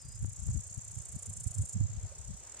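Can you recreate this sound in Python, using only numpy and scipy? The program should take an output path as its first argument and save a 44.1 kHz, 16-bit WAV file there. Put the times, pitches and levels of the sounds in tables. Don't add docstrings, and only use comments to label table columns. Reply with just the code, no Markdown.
import sys
import numpy as np
from scipy import signal
from scipy.io import wavfile
from scipy.ndimage import uniform_filter1d

SR = 44100
rng = np.random.default_rng(int(sys.argv[2]) if len(sys.argv) > 2 else 0)


def put_to_file(sound):
    columns = np.atleast_2d(sound).T
    safe = np.clip(columns, -1, 1)
    whole_steps = np.round(safe * 32767)
    wavfile.write(sys.argv[1], SR, whole_steps.astype(np.int16))


def invert_db(x):
    u = np.asarray(x, float) / 20
    return 10 ** u


N = 114660


def rms_one(x):
    return x / np.sqrt(np.mean(x ** 2) + 1e-20)


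def in_time(rows):
    s, *columns = np.transpose(rows)
    return [np.interp(np.arange(N) / SR, s, c) for c in columns]


def at_hz(points, hz):
    points = np.array(points)
    return np.interp(np.log(hz), np.log(points[:, 0]), points[:, 1])


def drift(rate):
    step, settle = 40, 2000
    r = np.exp(-2 * np.pi * rate * step / SR)
    white = rng.standard_normal(N // step + settle + 2)
    slow = signal.lfilter([1], [1, -2 * r, r * r], white)[settle:]
    return np.interp(np.arange(N) / step, np.arange(len(slow)), rms_one(slow))


def resonate(x, hz, width_hz):
    r, w = np.exp(-np.pi * width_hz / SR), 2 * np.pi * hz / SR
    one = [(1 - r * r) / 2, 0, -(1 - r * r) / 2, 1, -2 * r * np.cos(w), r * r]
    return signal.sosfilt([one, one], x + 1e-18)


def spread(mid, side, alike):
    alike = np.clip(alike, -.99, .99)
    return np.sqrt(1 + alike) * mid + np.sqrt(1 - alike) * side * [[1], [-1]]


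def grains(per_s, spread_db):
    hits = rng.random((2, N)) < per_s / SR
    level = invert_db(spread_db * np.minimum(rng.exponential(1, (2, N)), 4))
    return hits * level * rng.choice([-1, 1], (2, N))


def hiss(spectrum, likeness, patchy_db):
    points, out = np.array(spectrum), 0
    edges = 200 * 2 ** (np.arange(20) / 3)
    white, together = rng.standard_normal((2, 2, N)), drift(2.5)
    for k, (low, high) in enumerate(zip(edges, edges[1:])):
        hz, flicker = np.sqrt(low * high), drift(25.4)
        if points[0, 0] <= hz <= points[-1, 0]:
            sos = signal.butter(2, [low, high], "band", fs=SR, output="sos")
            band = signal.sosfilt(sos, white[k % 2])
            level = invert_db(at_hz(spectrum, hz) + patchy_db * (.5 * together + flicker))
            out = out + level * spread(*band, at_hz(likeness, hz))
    return rms_one(out)


def stridulate(rows, count, wing, stroke_s, opening_db, opening_at, lead_s, brighten_db, alike, pan_db,
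               drag_db=(-60, -60)):
    s, db = np.transpose(rows)
    last = count[-1]
    strokes = np.arange(last + 1)
    chance = rng.standard_normal((len(strokes), len(wing) + 2))
    peak_s = np.interp(strokes, count, s) + .0005 * chance[:, 0]
    period = np.ptp(s) / last
    teeth = grains(per_s=12000, spread_db=1.2) * invert_db(.8 * drift(250))
    unsteady = drift(60)

    half = int(stroke_s * SR)
    phase = np.linspace(-1, 1, 2 * half + 1)
    rise, fall = 9 * np.abs(phase) ** 2.7, 24 * np.abs(phase) ** 3
    shape = np.exp(-np.where(phase < 0, rise, fall))

    out = 0
    for k, (hz, width_hz, level_db) in enumerate(wing):
        octave = np.log2(hz / 7200)
        uneven_db = .8 * (chance[:, 1] + chance[:, k + 2])
        bright_db = brighten_db * np.clip(octave, -.1, .05) * (strokes / last - .5)
        force = invert_db(np.interp(peak_s, s, db) + uneven_db + bright_db)
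        at = peak_s - lead_s * np.clip(octave, -.3, .35)
        beats = np.zeros(N + SR)
        beats[(at * SR).astype(int)] = force
        beats[((at + opening_at * period) * SR).astype(int)] = force * invert_db(opening_db)
        effort = np.abs(signal.fftconvolve(beats, shape)[half:half + N])
        drag = force * invert_db(np.linspace(*drag_db, len(force))) * (strokes < last) * (hz > 7400)
        effort = effort + np.interp(np.arange(N) / SR, at, drag, left=0, right=0) * invert_db(3 * unsteady)
        out = out + invert_db(level_db) * resonate(effort * teeth, hz, width_hz) / np.sqrt(width_hz / 800)
    return 3.0 * spread(*out, alike) * invert_db([[pan_db / 2], [-pan_db / 2]]) / np.std(teeth)


# [t/s, level/dB]
NEAR_STROKES = [
    (.022, -48),
    (.263, -46.5),
    (.506, -45.5),
    (.747, -45),
    (.988, -44),
    (1.231, -42),
    (1.4075, -39.5),
    (1.5495, -40),
    (1.7345, -39.5),
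]
NEAR_NUMBERS = [0, 7, 14, 21, 28, 35, 40, 44, 49]
# [f/Hz, width/Hz, level/dB]
NEAR_MODES = [(6900, 840, -27.5), (7200, 940, -6), (7540, 880, -1), (8540, 765, -1.5), (9100, 780, -7),
              (9870, 1540, -18.5), (11100, 400, -31), (13100, 7100, -33)]


def near_singer():
    return stridulate(NEAR_STROKES, NEAR_NUMBERS, NEAR_MODES, stroke_s=.0155, opening_db=-20, opening_at=.4,
                      lead_s=.008, brighten_db=8, alike=.45, pan_db=-1, drag_db=(-38, -17))


# [t/s, level/dB]
SECOND_STROKES = [
    (.150, -61),
    (.211, -60),
    (.516, -54.5),
    (.821, -54.5),
    (1.005, -54.5),
    (1.423, -62),
    (1.773, -51),
    (2.065, -53.5),
]
SECOND_NUMBERS = [0, 2, 12, 22, 28, 41, 52, 61]
# [f/Hz, width/Hz, level/dB]
SECOND_MODES = [(6170, 3300, -38), (6863, 910, 9), (7320, 360, 5), (9500, 1300, -11.5), (12400, 4200, -46)]


def second_singer():
    return stridulate(SECOND_STROKES, SECOND_NUMBERS, SECOND_MODES, stroke_s=.013, opening_db=-5,
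                      opening_at=.5, lead_s=.002, brighten_db=110, alike=-.3, pan_db=-1)


# [t/s, level/dB]
THIRD_STROKES = [
    (2.095, -55),
    (2.157, -48),
    (2.187, -47),
    (2.280, -47),
    (2.373, -49),
    (2.403, -48),
    (2.469, -50),
]
FOURTH_STROKES = [
    (2.404, -58),
    (2.498, -45.5),
    (2.596, -45.5),
]
THIRD_NUMBERS = [0, 2, 3, 6, 9, 10, 12]
FOURTH_NUMBERS = [0, 4, 8]
# [f/Hz, width/Hz, level/dB]
FAR_MODES = [(6160, 780, -7.5), (7000, 680, 2), (7540, 720, 3), (8820, 1100, -5), (9900, 1700, -15.5),
             (11800, 3600, -23)]


def late_singers():
    shared = dict(lead_s=.002, brighten_db=0, alike=-.6, pan_db=-1)
    third = stridulate(THIRD_STROKES, THIRD_NUMBERS, FAR_MODES, stroke_s=.015, opening_db=-12,
                       opening_at=.45, **shared)
    fourth = stridulate(FOURTH_STROKES, FOURTH_NUMBERS, FAR_MODES, stroke_s=.012, opening_db=-16,
                        opening_at=.5, **shared)
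    return third + fourth


# [t/s, length/s, level/dB]
PUFFS_ON_LEFT = [(0.054, 0.011, -38.5), (0.086, 0.017, -46), (0.207, 0.027, -36), (0.248, 0.014, -26.5),
                 (0.282, 0.014, -31.5), (0.323, 0.013, -41.5), (0.393, 0.016, -37), (0.426, 0.012, -30.5),
                 (0.487, 0.032, -27), (0.562, 0.036, -27), (0.708, 0.0087, -42), (0.779, 0.01, -27.5),
                 (0.854, 0.013, -59), (0.911, 0.065, -49), (0.97, 0.01, -44.5), (1.098, 0.013, -42.5),
                 (1.163, 0.0063, -28), (1.291, 0.023, -37.5), (1.386, 0.03, -45.5), (1.421, 0.012, -49),
                 (1.599, 0.025, -27), (1.641, 0.0073, -33.5), (1.821, 0.048, -31.5), (1.98, 0.013, -30),
                 (2.044, 0.024, -33.5), (2.195, 0.027, -39.5), (2.257, 0.02, -41.5), (2.299, 0.03, -35),
                 (0.594, 0.023, -46),
    (1.761, 0.015, -30.5),
    (1.855, 0.022, -54),
    (1.931, 0.046, -37.5),
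]
PUFFS_ON_RIGHT = [(0.093, 0.021, -41), (0.154, 0.028, -40), (0.225, 0.02, -29.5), (0.312, 0.031, -50),
                  (0.403, 0.051, -48), (0.472, 0.024, -41), (0.508, 0.045, -31), (0.587, 0.028, -47),
                  (0.667, 0.012, -42), (0.891, 0.04, -49), (0.968, 0.012, -31), (1.001, 0.0095, -36.5),
                  (1.142, 0.012, -32.5), (1.296, 0.043, -41), (1.335, 0.013, -52.5), (1.4, 0.072, -45),
                  (1.465, 0.009, -23), (1.506, 0.0073, -36), (1.597, 0.041, -27), (1.762, 0.019, -25.5),
                  (1.81, 0.018, -21.5), (1.841, 0.021, -24), (1.899, 0.017, -35), (1.964, 0.032, -38.5),
                  (2.033, 0.028, -36.5), (2.107, 0.025, -43.5), (2.289, 0.02, -44), (2.341, 0.013, -36)]
# [t/s, level/dB, share of the deeper part/dB]
WIND_LULL = [
    (0, -55.5, 0),
    (1.8, -53.5, -14),
    (2.0, -60.5, 10),
    (2.35, -52.5, 3),
    (2.45, -60.5, 4),
]


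def wind_on_port(puffs):
    t = np.arange(N) / SR
    lull_db, deep_db = in_time(WIND_LULL)
    power = invert_db(2 * lull_db + 2 * drift(23))
    for s, length, db in puffs:
        power = power + invert_db(2 * db) * np.exp(-4 * ((t - s) / (1.157 * length)) ** 2)
    white = rng.standard_normal((2, N + SR))
    noise = resonate(white[0], 97.7, 42.6)[SR:] + invert_db(deep_db) * resonate(white[1], 54.6, 44)[SR:]
    swing = uniform_filter1d(uniform_filter1d(noise ** 2, size=600), size=600)
    low_cut = signal.butter(2, 38, "high", fs=SR, output="sos")
    high_cut = signal.butter(6, 215, fs=SR, output="sos")
    return signal.sosfilt(np.vstack([low_cut, high_cut]), noise / np.sqrt(swing) * np.sqrt(power))


def wind():
    return np.array([wind_on_port(PUFFS_ON_LEFT), wind_on_port(PUFFS_ON_RIGHT)])


# [t/s, level/dB, port (0 left, 1 right)]
SHARP_PUFFS = [(.054, -58, 1), (.247, -41, 0), (.447, -56, 0), (.489, -44, 0), (.560, -40, 0),
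               (1.161, -46, 0), (1.467, -50, 1), (1.572, -52, 0), (1.60, -47, 1), (1.635, -48, 0),
               (1.812, -41, 1), (1.814, -47, 0), (2.048, -53, 0)]


def thumps():
    out, t = np.zeros((2, N)), np.arange(N) / SR
    swing_hz, swing_s = 260, .0045
    for s, db, port in SHARP_PUFFS:
        pulse = np.exp(-((t - s) / swing_s) ** 2)
        out[int(port)] += invert_db(db) * pulse * np.sin(2 * np.pi * swing_hz * (t - s) + rng.uniform(0, 2 * np.pi))
    return out


# [t/s, level/dB]
KINKS_LEFT = [
    (.2465, -31.5),
    (.4841, -37.5),
    (.4886, -36),
    (.5083, -38.5),
    (.564, -42),
]
KINKS_RIGHT = [
    (1.809, -37),
]


def diaphragm_kinks():
    out = np.zeros((2, N))
    for port, kinks in enumerate([KINKS_LEFT, KINKS_RIGHT]):
        for s, db in kinks:
            out[port, int(s * SR)] = invert_db(db)
    push = signal.lfilter([1], [1, -np.exp(-2 * np.pi * 150 / SR)], out + 1e-18)
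    return signal.sosfilt(signal.butter(1, 1500, fs=SR, output="sos"), push)


# [t/s, f/Hz, level/dB, time to fall 60 dB/s]
STEM_KNOCK = [
    (2.116, 570, -45, .06),
]


def stem_knock():
    s, hz, db, t60 = STEM_KNOCK[0]
    t = np.maximum(np.arange(N) / SR - s, 0)
    return invert_db(db - 60 * t / t60) * np.minimum(t / .008, 1) * np.sin(2 * np.pi * hz * t)


# [t/s, f/Hz, level/dB]
BIRD_WHISTLES = [
    [(0.0, 5330, -60), (0.028, 4908, -64), (0.068, 4850, -65), (0.144, 5014, -62), (0.174, 4990, -67),
     (.182, 4990, -90)],
    [(.325, 5900, -85), (.35, 5720, -73), (.41, 5378, -72), (.435, 5230, -76)],
    [(.692, 4400, -72), (.722, 4200, -78)],
    [(.696, 4500, -66), (.712, 6500, -61)],
]


def birds():
    out, t = 0, np.arange(N) / SR
    for rows in BIRD_WHISTLES:
        hz, db = in_time(rows)
        sounding = (t >= rows[0][0]) * (t < rows[-1][0])
        out = out + np.sqrt(2) * invert_db(db) * np.sin(2 * np.pi * np.cumsum(hz) / SR) * sounding
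    return out


# [t/s, level/dB]
RUSTLE_LEVEL = [
    (2.33, -70.5),
    (2.46, -67),
    (2.6, -60),
]


def rustle():
    band = signal.butter(2, [130, 2600], "band", fs=SR, output="sos")
    brushes = signal.sosfilt(band, grains(per_s=900, spread_db=1.4))
    return invert_db(in_time(RUSTLE_LEVEL)[0]) * rms_one(spread(*brushes, .85))


# [f/Hz, level/dB]
CHORUS_SPECTRUM = [(4500, -37), (5800, -8), (7200, 2), (9500, -20), (12000, -26), (15500, -34)]


def chorus():
    return invert_db(-56.5) * hiss(CHORUS_SPECTRUM, [(4500, .1), (8000, -.55)], patchy_db=1.2)


# [f/Hz, level/dB]
AIR_SPECTRUM = [(140, 2), (240, -12.5), (313, -5), (647, 0), (844, -6), (2030, -14), (5000, -11.5),
                (6500, -12.5), (11000, -120)]
# [f/Hz, correlation]
AIR_CORRELATION = [(250, 0.58), (640, 0.93), (1400, 0.63), (5000, 0.34)]
# [t/s, level/dB]
BREEZE_LEVEL = [
    (0, -4.5),
    (2.3, 2),
]


def breeze():
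    return invert_db(-66 + in_time(BREEZE_LEVEL)[0]) * hiss(AIR_SPECTRUM, AIR_CORRELATION, patchy_db=2.2)


def scene():
    singers = near_singer() + second_singer() + late_singers()
    background = chorus() + breeze() + birds()
    knocks = diaphragm_kinks() + stem_knock()
    return singers + background + knocks + thumps() + rustle() + wind()


def low_pass(x):
    return signal.sosfilt(signal.butter(12, 15760, fs=SR, output="sos"), x)


def record(dry):
    return low_pass(dry)


dry = scene()
out = record(dry)
put_to_file(out)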